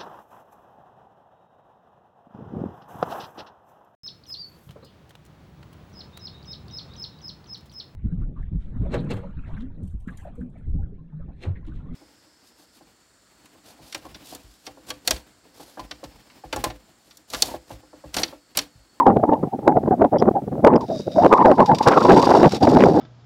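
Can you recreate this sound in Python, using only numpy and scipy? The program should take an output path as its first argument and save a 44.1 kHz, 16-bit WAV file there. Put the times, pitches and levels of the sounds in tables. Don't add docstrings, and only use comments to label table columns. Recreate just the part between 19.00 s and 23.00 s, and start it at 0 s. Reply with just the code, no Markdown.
import sys
import numpy as np
from scipy import signal
from scipy.fft import rfft, irfft
from scipy.io import wavfile
from scipy.ndimage import map_coordinates

SR = 44100
rng = np.random.default_rng(int(sys.argv[2]) if len(sys.argv) > 2 else 0)


def materialize(psi):
    bounded = np.clip(np.atleast_2d(psi).T, -1, 1)
    quanta = np.round(bounded * 32767).astype(np.int16)
    wavfile.write(sys.argv[1], SR, quanta)


N = 176400
TIME = np.arange(N) / SR
FREQS = np.fft.rfftfreq(N, 1 / SR)


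def amp(db):
    return 10 ** (np.asarray(db) / 20)


def unit(x):
    return x / np.sqrt(np.mean(x ** 2) + 1e-20)


def curve(table, column=1):
    rows = np.array(table, float)
    return np.interp(TIME, rows[:, 0], rows[:, column])


def on_freqs(hz, values):
    return np.interp(np.log(FREQS + 1), np.log(hz), values)


def filtered(x, gains):
    return irfft(rfft(x) * gains, N)


def noise(colour):
    hz, db = np.transpose(colour)
    low_cut = np.minimum(FREQS / hz[0], 1) ** 2
    return unit(filtered(rng.standard_normal(N), amp(on_freqs(hz, db)) * low_cut))


def wander(rate_hz):
    return unit(filtered(rng.standard_normal(N), np.exp(-(FREQS / rate_hz) ** 2)))


def flicker(depth_db, rate_hz):
    return amp(depth_db * wander(rate_hz))


def steadied(x, smooth_s=.012):
    power = filtered(x ** 2, np.exp(-2 * (FREQS * smooth_s) ** 2))
    return x / np.sqrt(np.abs(power) + 1e-12)


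# pitch_hz, level_db
HISS_COLOUR = [(30, -1.5), (1300, 3), (2600, -4), (7000, -9.5), (15500, -11.5)]
def background_hiss():
    return amp(-59) * noise(HISS_COLOUR)


# start_s, level_db
SQUEAKS = [(1.184, -35.5), (1.198, -36), (1.758, -36)]
# pitch_hz, width_hz, level_db
SQUEAK_RING = [(3291, 390, -8), (4980, 210, 3.5), (5530, 240, -2.5)]
def glider_squeaks(rise_s=0.0027):
    ring = sum(amp(db) / (1 + (2 * (FREQS - hz) / width) ** 2) for hz, width, db in SQUEAK_RING)
    ages = [(np.maximum(TIME - start_s, 0) / rise_s, db) for start_s, db in SQUEAKS]
    level = sum(amp(db) * age * np.exp(1 - age) for age, db in ages)
    return level * unit(filtered(rng.standard_normal(N), ring))


# start_s, level_db, fade_s (time to drop 60 dB)
CLICKS = [(1.808, -42.5, 0.12), (2.659, -30, 0.073), (2.747, -26.5, 0.069), (2.785, -21, 0.026),
          (2.827, -28, 0.13), (2.873, -21.5, 0.077), (2.884, -13, 0.014), (3.52, -23.5, 0.05),
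          (3.546, -27.5, 0.055), (3.566, -33, 0.034)]
# pitch_hz, level_db
BODY_RING = [(900, 1), (2000, -8), (2800, -4), (3300, -5.5), (3600, 0.5), (4020, 0), (4260, -5.5),
             (4520, 1), (4850, 2.5), (5150, -4.5), (5500, 1), (6050, -8.5), (6800, -11), (7130, -10.5),
             (7420, -15), (7800, -14.5), (10500, -25), (12400, -24.5), (15500, -31)]
def glider_clicks(rise_s=0.00081):
    level = np.zeros(N)
    for start_s, db, fade_s in CLICKS:
        age = np.maximum(TIME - start_s, 0)
        level += np.minimum(age / rise_s, 1) * amp(db - 60 * np.minimum(age / fade_s, 2))
    return level * noise(BODY_RING)


# time_s, level_db, pitch_ratio
SLIDE = [(1.8, -69, 1.1), (1.87, -51.5, .99), (2.005, -44, 1.0), (2.055, -52, 1.005), (2.135, -49, .99),
         (2.17, -42.5, 1.0), (2.29, -57, 0.99), (2.8, -85.5, 0.78)]
# pitch_hz, level_db
SLIDE_COLOUR = [(1200, -15), (3450, -13.5), (3760, 6.5), (4100, -9), (4500, -9), (4900, -1), (5250, -7),
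                (5590, -5.5), (6300, -15), (15500, -44)]
def glider_slide(split_hz=4300):
    scrape = unit(noise(SLIDE_COLOUR) * flicker(depth_db=3, rate_hz=216))
    low = filtered(scrape, FREQS < split_hz)
    patchy = sum(part * flicker(depth_db=2.5, rate_hz=22) for part in (low, scrape - low))
    position = np.cumsum(curve(SLIDE, column=2))
    drifting = map_coordinates(patchy, [position], order=3, mode="wrap")
    return (TIME > SLIDE[0][0]) * amp(curve(SLIDE)) * drifting


# time_s, level_db
RUSH = [(2.2, -52), (2.73, -50.5), (2.91, -38.5), (3.25, -32), (3.45, -37.5), (3.55, -35.5), (3.6, -48.5),
        (3.65, -36), (4.0, -44.5)]
def launch_rush(whirr_hz=45.4, whirr_depth=0.21):
    cycles = np.cumsum(whirr_hz * (1 + 0.11 * wander(2.34))) / SR
    whirr = 1 + whirr_depth * np.sin(2 * np.pi * cycles)
    flutter = flicker(depth_db=3, rate_hz=216) * flicker(depth_db=2, rate_hz=50)
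    return (TIME > RUSH[0][0]) * amp(curve(RUSH)) * unit(whirr * flutter * noise(BODY_RING))


def glider_chirp(start_s=3.625, rise_s=0.0056, pitch_hz=4882, fall_hz_per_s=18000, width_hz=230):
    age = np.maximum(TIME - start_s, 0)
    phase = 2 * np.pi * np.cumsum(pitch_hz - fall_hz_per_s * age) / SR
    tone = wander(width_hz) * np.cos(phase) + wander(width_hz) * np.sin(phase)
    level = amp(-26) * age / rise_s * np.exp(1 - age / rise_s)
    return level * unit(steadied(tone) + noise(BODY_RING))


# middle_s, level_db
RASPS = [(2.927, -28), (3.112, -25.5), (3.452, -25.5), (3.815, -25)]
def wind_rasps(width_s=0.013, pitch_hz=1800):
    level = sum(amp(db) * np.exp(-.5 * ((TIME - middle_s) / width_s) ** 2) for middle_s, db in RASPS)
    grains = rng.standard_normal(N) * flicker(depth_db=15, rate_hz=180)
    colour = (FREQS / pitch_hz) ** 2 / (1 + (FREQS / pitch_hz) ** 5)
    return level * steadied(filtered(grains, colour))


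USUAL_WHISTLE_HZ, STRONG_GUST_DB = 803, -6.5
# time_s, pitch_hz, level_db (compared with the buffeting)
WHISTLE = [(0, 1035, 16), (.05, 880, 1), (.16, 740, -13), (.2, 708.3, 0), (.24, 820, -6), (.365, 922, -2),
           (.44, 702.5, -17), (.53, 783, 10.5), (.56, 800, -15.5), (.71, 823, 1), (.78, 720, -1),
           (.87, 780.7, -26.5), (.93, 756, 6), (1.0, 703.5, -33), (1.05, 876.5, -10), (1.16, 636, -2),
           (1.21, 639.7, -24), (1.32, 750, -8.5), (1.38, 833, 9.5), (1.44, 757, -29), (1.6, 700, -18),
           (1.7, 932, -1.5), (1.75, 850, -33), (1.81, 970, 0.5), (1.87, 685, -10.5), (1.92, 685.3, 5),
           (2.01, 520, -11), (2.12, 570, 1.5), (2.17, 739, -6.5), (2.195, 651.5, 19), (2.225, 829, -4),
           (2.29, 972.6, -18), (2.33, 1176, 8), (2.37, 1000, 5), (2.445, 930, 2), (2.478, 747.3, 2.5),
           (2.507, 530, 1.5), (2.55, 944.4, -6.5), (2.64, 974.5, -1.5), (2.695, 802.6, 9), (2.76, 920, -14),
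           (2.815, 927, 10), (2.86, 1151, -8), (2.915, 1380, -6.5), (3.06, 950, -3.5), (3.12, 750.3, -15),
           (3.22, 959.5, -2.5), (3.4, 901, -18), (3.63, 738.6, -3.5), (3.68, 926, -9), (3.76, 777, -26),
           (4.0, 800, -7)]
def wind_whistle(gust_db, width_hz=81):
    hz = curve(WHISTLE)
    waver = 0.04495 * (hz / USUAL_WHISTLE_HZ) ** 3.05 * wander(115.4)
    phase = 2 * np.pi * np.cumsum(hz * (1 + waver)) / SR
    tone = (wander(width_hz) + 1j * wander(width_hz)) * np.exp(1j * phase)
    octave = amp(gust_db - STRONG_GUST_DB - 31) * (tone ** 2).real
    return steadied(tone.real + octave)


# pitch_hz, level_db (in a strong gust), growth_db_per_db (of wind force)
BUFFET_BANDS = [(20, -36.5, 2.2), (58.3, -28.5, 0.5), (117, -12.5, 0.3), (202, -3.5, 0.47),
                (266, 0.5, 0.79), (420, -1.5, 1.05), (730, -5, 1.32), (908, -8.5, 1.85), (1160, -19.5, 1.5),
                (1490, -27, 1.53), (2370, -45, 2.5), (3100, -53, 4)]
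# time_s, bass_db, treble_db
WIND_TONE = [(1.3, -1.5, -4), (2.6, 1, 2.5), (3.3, 1.5, 0.5)]
def wind_buffeting(gust_db, bass_hz=250, treble_hz=1400, top_hz=2900):
    hz, db, growth = np.transpose(BUFFET_BANDS)
    speed_db = 21.5 * np.log2(np.maximum(curve(WHISTLE) / USUAL_WHISTLE_HZ, 1))
    swirl_db = 4 * wander(112)
    force_db = np.minimum(np.minimum(gust_db, -5) - STRONG_GUST_DB + speed_db + swirl_db, 6)
    spectrum = rfft(rng.standard_normal(N)) / np.maximum(FREQS / top_hz, 1) ** 4
    bass_db, treble_db = curve(WIND_TONE), curve(WIND_TONE, column=2)
    air = np.zeros(N)
    for k, band in enumerate(np.eye(len(hz))):
        band_db = db[k] + growth[k] * force_db + 3 * wander(64.5)
        band_db += (hz[k] < bass_hz) * bass_db + (hz[k] > treble_hz) * treble_db
        air += amp(band_db) * irfft(spectrum * on_freqs(hz, band), N)
    return steadied(air)


def choked(air, limit=.76, smooth_hz=500):
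    strength = np.abs(signal.hilbert(air))
    excess = (1 + (strength / limit) ** 8) ** (1 / 8)
    return air / filtered(excess, np.exp(-(FREQS / smooth_hz) ** 2))


# middle_s, peak_db
SLAPS = [(.068, 3), (0.169, -0.5), (.295, -6), (.679, 8), (1.02, -2), (1.224, 1.5), (1.649, 11), (1.67, 4),
         (1.674, 8), (1.763, 0), (2.248, 4.5), (2.264, 6), (2.329, 10.5), (2.338, 8.5), (2.459, 7.5),
         (2.516, 6), (2.605, 5.5), (2.875, 4), (3.098, 7), (3.433, 6), (3.839, 10.5)]
def with_slaps(air, pitch_hz=464, width_cycles=0.33):
    for middle_s, db in SLAPS:
        near = np.abs(TIME - middle_s) < .01
        cycles = (TIME[near] - middle_s) * pitch_hz
        shape = np.exp(-.5 * (cycles / width_cycles) ** 2)
        air[near] = air[near] * (1 - shape) - amp(db) * shape * np.cos(2 * np.pi * cycles)
    return air


# time_s, level_db
GUSTS = [(0.0, -6), (0.052, -25.5), (0.068, -3.5), (0.157, -24.5), (0.168, -6), (0.178, -20.5),
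         (0.222, -27.5), (0.239, -7), (0.267, -31), (0.295, -9), (0.311, -23.5), (0.326, -10.5),
         (0.345, -13), (0.359, -27), (0.423, -33), (0.435, -13), (0.463, -29), (0.475, -22), (0.507, -54.5),
         (0.535, -19), (0.565, -31), (0.577, -42.5), (0.591, -23), (0.615, -40), (0.666, -22),
         (0.678, -6.5), (0.748, -25), (0.774, -6.5), (0.794, -28.5), (0.872, -21), (0.882, -10),
         (0.904, -32), (0.91, -11), (0.938, -13), (0.966, -36.5), (1.0, -16), (1.024, -0.5), (1.038, -17.5),
         (1.05, -8.5), (1.109, -49.5), (1.125, -17), (1.141, -11.5), (1.17, -12), (1.181, -31),
         (1.225, -11.5), (1.249, -24.5), (1.288, -6.5), (1.302, -34), (1.314, -17), (1.328, -39.5),
         (1.343, -25.5), (1.365, -15), (1.397, -27), (1.413, -48.5), (1.421, -24.5), (1.461, -41.5),
         (1.481, -23), (1.505, -38.5), (1.525, -18.5), (1.55, -25), (1.604, -23), (1.616, -34.5),
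         (1.648, -5.5), (1.66, -12), (1.668, -4.5), (1.712, -16.5), (1.733, -9), (1.764, -9.5),
         (1.788, -27.5), (1.836, -24.5), (1.88, -42.5), (1.892, -22), (1.972, -26), (1.991, -45),
         (1.999, -24.5), (2.047, -46.5), (2.079, -17.5), (2.091, -30), (2.139, -36), (2.163, -18),
         (2.187, -7.5), (2.215, -15), (2.263, -7.5), (2.287, -26), (2.327, -4.5), (2.37, -16), (2.422, -8),
         (2.438, -20.5), (2.45, -6), (2.514, -7.5), (2.568, -30.5), (2.586, -11), (2.606, -5), (2.674, -33),
         (2.684, -11), (2.718, -6.5), (2.765, -29.5), (2.8, -30), (2.811, -9.5), (2.822, -22.5),
         (2.85, -26.5), (2.876, -0.5), (2.902, -21), (2.909, -11.5), (2.957, -19), (2.977, -1),
         (2.993, -22.5), (3.021, -11), (3.033, -21.5), (3.053, -5.5), (3.077, -17.5), (3.101, 7),
         (3.161, -13), (3.169, -5.5), (3.225, -18), (3.233, -9.5), (3.257, -24.5), (3.273, -6.5),
         (3.285, -21), (3.293, -11), (3.32, -7.5), (3.332, -24.5), (3.34, -7.5), (3.422, -14), (3.432, -7),
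         (3.468, -6), (3.5, -37), (3.54, -16.5), (3.596, -35.5), (3.62, -13.5), (3.652, -8.5),
         (3.664, -24.5), (3.672, -6.5), (3.692, -13.5), (3.759, -10.5), (3.771, 2), (3.783, -14),
         (3.803, -9.5), (3.867, -8), (3.885, -11.5), (3.939, -18), (3.955, -13.5), (3.999, -11.5)]
def wind():
    gust_db = curve(GUSTS)
    level = amp(gust_db) * flicker(depth_db=1.4, rate_hz=55)
    share = amp(curve(WHISTLE, column=2))
    blend = (wind_buffeting(gust_db) + share * wind_whistle(gust_db)) / np.sqrt(1 + share ** 2)
    return with_slaps(choked(level * blend))


def scene():
    air = wind() + wind_rasps()
    glider = glider_squeaks() + glider_clicks() + glider_slide() + launch_rush() + glider_chirp()
    return (air + glider + background_hiss())[None]


def record(dry):
    ceiling, hardness, top_hz = .86, 40, 15850
    flattened = dry / (1 + np.abs(dry / ceiling) ** hardness) ** (1 / hardness)
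    treble_cut = signal.firwin(511, top_hz, window=("kaiser", 9), fs=SR)
    return signal.oaconvolve(flattened, treble_cut[None], "same")


dry = scene()
out = record(dry)
materialize(out)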